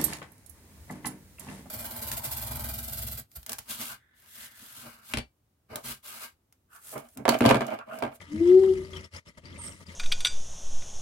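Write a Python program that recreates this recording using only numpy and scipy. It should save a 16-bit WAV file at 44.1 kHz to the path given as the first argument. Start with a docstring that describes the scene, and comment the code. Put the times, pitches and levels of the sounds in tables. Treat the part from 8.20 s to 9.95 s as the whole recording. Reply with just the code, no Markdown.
"""A faint tick and rustle at the microphone, then a gibbon's soft, rising hoot from off in dense forest:
a nearly pure tone that echoes among the trunks, with a low knock under its start. Later a small bird
whistles two very high chirps from the trees to the right. Close by, all through, the hand-held camera
is rubbed in short strokes: friction gives a dry rustle, slips of the grip tick, and its body rumbles.
Still forest air lies behind it all, picked up by the camera's two microphones."""
import sys
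import numpy as np
from scipy import signal
from scipy.fft import rfft, irfft
from scipy.io import wavfile
from scipy.ndimage import uniform_filter1d

SR = 44100
rng = np.random.default_rng(int(sys.argv[2]) if len(sys.argv) > 2 else 0)


def transcribe(u):
    """Save the signal u as a 16-bit wav file named by the first command-line argument.

    u: samples, shape (n,) or (channels, n), limited to [-1, 1]; the rate is SR.
    q: integer samples, one column per channel.
    """
    v = np.clip(np.atleast_2d(u).T, -1, 1)
    q = np.round(v * 32767).astype(np.int16)
    wavfile.write(sys.argv[1], SR, q)


N = 77175
T = np.arange(N) / SR
FREQS = np.fft.rfftfreq(N, 1 / SR)


# The hoot as it reaches the microphones through the trees, echoes included (time [s], level [dB])
HOOT_LEVEL = [(.08, -62.5), (.125, -35), (.15, -32), (.195, -36), (.215, -17.5), (.245, -22), (.3, -14),
              (.355, -11.5), (.39, -10), (.407, -19), (.432, -12), (.475, -20), (.51, -15.5), (.53, -21),
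              (.545, -38.5), (.565, -27.5), (.615, -34.5), (.665, -43.5), (.715, -54.5), (.745, -39.5),
              (.79, -49.5), (.83, -61.5), (.88, -72)]
# Its octave, relative to the fundamental (time [s], level [dB])
OCTAVE_LEVEL = [(.12, -36.5), (.18, -22.5), (.225, -34.5), (.27, -45.5), (.34, -39), (.42, -34),
                (.55, -39.5)]

def gibbon_hoot():
    """Off in the trees, left: a slightly hoarse tone climbs and levels off; its echoes hang on."""
    start_s, top_s, voice_end_s = .072, .43, .54
    low_hz, top_hz, ceiling_hz, sag_hz_per_s = 277, 383.76, 386.5, 84
    climb_left = np.clip((top_s - T) / (top_s - start_s), 0, 1)
    hz = top_hz - (top_hz - low_hz) * climb_left ** 1.5 - sag_hz_per_s * np.clip(T - top_s, 0, .08)
    jitter = .006 * band(0, 120)
    echo_waver = .013 * (T > voice_end_s) * band(0, 90)  # overlapping echoes waver in pitch
    phase = 2 * np.pi * np.cumsum(hz * (1 + jitter + echo_waver)) / SR
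    sounding = (T > HOOT_LEVEL[0][0]) & (T < HOOT_LEVEL[-1][0])
    level = uniform_filter1d(amp(curve(HOOT_LEVEL)) * sounding, size=400)
    lowpass = .5 - .5 * np.tanh((FREQS - ceiling_hz) / 9)
    fundamental = irfft(rfft(level * np.sin(phase)) * lowpass, N)
    octave = amp(curve(OCTAVE_LEVEL)) * np.sin(2 * phase + .25 * band(0, 120))
    hoarseness = amp(-33) * band(centre_hz=210, width_hz=70)
    hiss = amp(-37.5) * band(centre_hz=467, width_hz=440)
    voice = np.sqrt(2) * (fundamental + level * octave) + level * (hoarseness + hiss)
    return (voice + amp(-31) * forest_tail(voice, t60_s=.4, gap_s=.03)) * pan(4.8)


# The bird's two calls (time [s], level [dB], pitch factor [ratio])
CHIRPS = [(1.378, -39.5, 0.96), (1.428, -38, 0.95)]
# Contour that each call scales (time into the chirp [s], pitch [Hz], level [dB])
CHIRP_CONTOUR = [(0, 8060, -18), (.006, 9150, -13), (.013, 9700, -7), (0.025, 8800, -5.5),
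                 (.036, 8490, -12.5), (0.047, 8260, -15)]
# Single reflections off trunks near the bird (delay [s], level [dB])
TRUNK_ECHOES = [(.0045, -10), (0.019, -18)]

def bird_chirps():
    """In the trees, right: thin whistles flick up and slide down; foliage scatters their lower part."""
    times, hz, db = np.transpose(CHIRP_CONTOUR)
    t = np.arange(0, times[-1], 1 / SR)
    phase = 2 * np.pi * np.cumsum(np.interp(t, times, hz)) / SR
    envelope = amp(np.interp(t, times, db)) * signal.windows.tukey(len(t), .1)
    direct = np.zeros(N)
    for start_s, level_db, ratio in CHIRPS:
        add(direct, start_s, np.sqrt(2) * amp(level_db) * envelope * np.sin(ratio * phase))
    dulled = signal.sosfilt(signal.butter(12, 8860, fs=SR, output="sos"), direct)
    out = direct + amp(4.5) * forest_tail(dulled, t60_s=.23, gap_s=.0093)
    for delay_s, echo_db in TRUNK_ECHOES:
        add(out, delay_s, amp(echo_db) * direct)
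    return out * pan(-8)


def friction():
    """Hand on the camera: two noises, uneven in patches of time and pitch, flickering in level."""
    spectra = signal.stft(rng.standard_normal((2, N)), nperseg=256)[2]
    patches = uniform_filter1d(rng.standard_normal(spectra.shape[1:]), size=5, axis=0)
    patches = unit(uniform_filter1d(patches, size=7, axis=1))
    flicker = unit(uniform_filter1d(rng.standard_normal(spectra.shape[2]), size=2))
    return unit(signal.istft(spectra * amp(3.5 * patches + 1.46 * flicker), nperseg=256)[1][:, :N])


def tiny_slips(per_s=400, spread_db=4, t60_s=.018):
    """Hand on the camera: two streams of random slips, each a quickly dying grain of noise."""
    impulses = (rng.random((2, N)) < per_s / SR) * rng.choice([-1, 1], (2, N))
    strength = amp(spread_db * np.minimum(rng.exponential(1, (2, N)), 4))
    grain = rng.standard_normal(2048) * amp(-60 * T[:2048] / t60_s)
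    return unit(signal.fftconvolve(impulses * strength, grain[None])[:, :N])


# Strokes of the hand, shaping rustle and rumble together (time [s], level [dB])
STROKE_LEVEL = [(0, -61.5), (.018, -51), (.048, -61), (.11, -56.5), (.174, -52), (.232, -53.5),
                (.262, -49.5), (.31, -48), (.36, -55), (.424, -52), (.438, -51.5), (.46, -53), (.6, -55.5),
                (.716, -56.5), (.77, -50.5), (.83, -57), (.855, -52), (.885, -73), (.908, -77),
                (.94, -48.5), (.97, -46.5), (.988, -51.5), (1.02, -77.5), (1.048, -83.5), (1.062, -59),
                (1.085, -53.5), (1.105, -62), (1.13, -75), (1.17, -67), (1.182, -52), (1.208, -70),
                (1.225, -67), (1.25, -54.5), (1.29, -58), (1.41, -53), (1.48, -50.5), (1.584, -62),
                (1.628, -52.5), (1.651, -71.5), (1.668, -58), (1.695, -52.5), (1.75, -54)]
# Colour of the rustle (frequency [Hz], level [dB])
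RUSTLE_SPECTRUM = [(100, -3.5), (380, -4.5), (580, 6), (770, -15.5), (930, 1), (1060, -9), (1200, 3),
                   (1350, -2.5), (1550, -6), (1900, 2), (2060, 7.5), (2250, 0), (2600, -3), (3100, -1.5),
                   (3800, -8.5), (5200, -6.5), (6500, -10.5), (9300, -12.5), (11200, -15.5), (12300, -26.5),
                   (16000, -25)]
# Lift or cut of the rustle's treble (time [s], level [dB])
TREBLE_LEVEL = [(0, -2), (.3, -2), (.5, 2), (.8, -1.5), (1.0, -1.5), (1.2, -0.5), (1.25, -8), (1.36, -4),
                (1.45, 5), (1.6, 3.5), (1.75, -2)]
# Colour of the camera body's rumble (frequency [Hz], level [dB])
RUMBLE_SPECTRUM = [(20, -39), (40, -34.5), (58, -5), (70, -13.5), (87, 2.5), (102, -16), (160, -11.5),
                   (225, -13.5), (290, -17), (450, -24.5), (800, -40.5), (2000, -79.5)]
# Lift or cut of the rumble within the strokes (time [s], level [dB])
RUMBLE_LEVEL = [(0, 0), (.1, 7), (.19, 12.5), (.3, 5), (.45, 10.5), (.6, 15.5), (.73, 7.5), (.81, 9.5),
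                (.9, 1), (.96, -2), (1.08, 4.5), (1.19, 7.5), (1.27, 11), (1.35, 9.5), (1.45, 4.5),
                (1.55, 7), (1.62, 6), (1.69, 7.5), (1.75, -3)]

def camera_rubbing():
    """Right at the microphones: friction and slips rustle; the body rumbles under the same strokes."""
    rustle = amp(.5) * at_microphones(friction() + amp(-3.5) * tiny_slips(), RUSTLE_SPECTRUM)
    treble = signal.sosfiltfilt(signal.butter(4, 5930, "high", fs=SR, output="sos"), rustle)
    rustle += (amp(curve(TREBLE_LEVEL)) - 1) * treble
    rumble = at_microphones(rng.standard_normal((2, N)), RUMBLE_SPECTRUM)
    rumble *= amp(curve(RUMBLE_LEVEL) - .5)
    return (rustle + rumble) * amp(curve(STROKE_LEVEL))


# Small ticks of the grip (time [s], relative level [dB], ring pitch [Hz])
GRIP_TICKS = [(.004, -39.5, 2030), (.012, -44.5, 956), (0.297, -42, 2926), (0.434, -40.5, 1780),
              (0.436, -36.5, 1023), (0.486, -43, 3000), (0.648, -45, 4800), (0.733, -35.5, 3290),
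              (.763, -32, 3124), (.7684, -41, 5560), (0.844, -42, 5400), (0.922, -57, 5460),
              (0.954, -45.5, 861), (0.963, -36, 5100), (1.081, -45.5, 5400), (1.149, -61, 2000),
              (1.177, -51, 2034), (1.254, -40.5, 4710), (1.326, -45.5, 3260), (1.361, -43.5, 2330),
              (1.473, -40, 5400), (1.521, -44, 5630), (1.666, -42.5, 4880)]

def grip_ticks(rise_s=.001, t60_s=.06):
    """Close, mostly in the left microphone: each larger slip gives a snap and a short, rough ring."""
    out, t = np.zeros(N), T[:4096]
    envelope = np.minimum(t / rise_s, 1) * amp(-60 * t / t60_s)
    for start_s, db, hz in GRIP_TICKS:
        roughness = .88 * band(0, 500, len(t))
        ring = np.sqrt(2) * np.sin(2 * np.pi * hz * t + roughness)
        snap = amp(-10) * band(hz, 2 * hz, len(t))
        add(out, start_s, amp(db - 6) * envelope * (ring + snap))
    return out * pan(11)


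# Short scuffs on the camera (time [s], length [s], level [dB], resonance [Hz])
BODY_SCUFFS = [(.945, .035, -56.5, 517), (1.171, 0.035, -57.5, 576), (1.319, 0.027, -51.5, 310),
               (1.382, 0.041, -59, 925), (1.384, 0.042, -54.5, 1270)]

def body_scuffs():
    """Close, left: each brief swell of friction excites one resonance of the camera body."""
    out = np.zeros(N)
    for start_s, length_s, db, hz in BODY_SCUFFS:
        swell = signal.windows.tukey(round(length_s * SR), .5)
        resonance = band(hz, width_hz=156, size=8192)[:len(swell)]
        add(out, start_s, amp(db) * swell * resonance)
    return out * pan(9)


def low_knock(start_s=.134, hz=218, rise_s=.0077, t60_s=.25):
    """Dead centre, under the start of the hoot: one low mode, softly struck."""
    t = np.maximum(T - start_s, 0)
    envelope = np.minimum(t / rise_s, 1) * amp(-27.5 - 60 * t / t60_s)
    return envelope * np.sin(2 * np.pi * hz * t)


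# Colour of the still air under the trees (frequency [Hz], level [dB])
AIR_SPECTRUM = [(30, -9.5), (90, 5.5), (400, -10), (1000, -29.5), (5000, -14), (10000, -30.5),
                (16000, -35.5)]

def forest_air():
    """All around the microphones: a very faint, steady, low hush."""
    return amp(-78.5) * at_microphones(rng.standard_normal((2, N)), AIR_SPECTRUM)


def forest_tail(sound, t60_s, gap_s):
    """Trunks and leaves scatter a sound into a dying tail, different at each microphone."""
    tail = rng.standard_normal((2, N)) * amp(-60 * T / t60_s) * (T > gap_s)
    tail /= np.linalg.norm(tail, axis=1)[:, None]
    return signal.fftconvolve(sound[None], tail, axes=1)[:, :N]


# How alike the two microphones sound (frequency [Hz], coherence [0-1])
MIC_COHERENCE = [(60, 1), (150, 0.78), (300, 0.85), (700, 0.4), (2000, 0.66), (4000, 0.43), (8000, 0.094),
                 (15000, .1)]
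# Left microphone over right (frequency [Hz], level [dB])
MIC_BALANCE = [(60, -1), (110, 3), (200, 3.0), (380, 0.5), (700, 5), (1290, 4), (2380, 3), (4400, 11.5),
               (8120, 1.0), (15000, -4.5)]
# Left microphone ahead of right (frequency [Hz], phase [rad])
MIC_LEAD = [(20, 0), (750, 0.5), (1300, 1.5), (1900, 3.5), (2400, 3.5), (3100, 5), (4300, 7.5), (15000, 5)]

def at_microphones(pair, spectrum):
    """Colours two unrelated signals and spreads them over the microphones; their mean has rms 1."""
    left, unrelated = rfft(pair)
    coherence = over_frequency(MIC_COHERENCE)
    right = coherence * left + np.sqrt(1 - coherence ** 2) * unrelated
    right *= np.exp(-1j * over_frequency(MIC_LEAD))
    gains = pan(over_frequency(MIC_BALANCE)) * amp(over_frequency(spectrum))
    out = irfft(np.array([left, right]) * gains, N)
    return out / np.sqrt(np.mean(out.mean(0) ** 2))


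def amp(db):
    """Decibels to gain."""
    return 10 ** (np.asarray(db) / 20)


def unit(x):
    """Scales to rms 1."""
    return x / np.sqrt(np.mean(x ** 2) + 1e-20)


def curve(points):
    """Joins (time [s], value) points by straight lines."""
    return np.interp(T, *np.transpose(points))


def over_frequency(points):
    """Joins (frequency [Hz], value) points on a log-frequency axis."""
    hz, value = np.transpose(points)
    return np.interp(np.log(FREQS + 1), np.log(hz + 1), value)


def pan(left_over_right_db):
    """Left and right gains with a mean of 1."""
    left = amp(np.atleast_1d(left_over_right_db))
    gains = np.array([left, np.ones_like(left)])
    return gains / gains.mean(0)


def add(mix, start_s, sound):
    """Adds a sound into the mix at a time."""
    part = mix[..., max(0, round(start_s * SR)):][..., :sound.shape[-1]]
    part += sound[..., :part.shape[-1]]


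def band(centre_hz, width_hz, size=N):
    """Noise in one resonance, at rms 1; centred on 0 Hz it is a random waver."""
    hz = np.fft.rfftfreq(size, 1 / SR)
    response = 1 / (1 + ((hz - centre_hz) / width_hz * 2) ** 4)
    return unit(irfft(rfft(rng.standard_normal(size)) * response, size))


def scene():
    """Gibbon and bird out in the trees, handling at the microphones, quiet forest air behind."""
    air = forest_air()
    calls = gibbon_hoot() + bird_chirps()
    handling = camera_rubbing() + grip_ticks() + body_scuffs()
    return calls + handling + low_knock() + air


def record(dry, edge_hz=15800):
    """The camera's recorder cuts off the highest treble."""
    lowpass = signal.firwin(511, edge_hz, window=("kaiser", 9), fs=SR)
    return signal.oaconvolve(dry, lowpass[None], "same")


dry = scene()
out = record(dry)
transcribe(out)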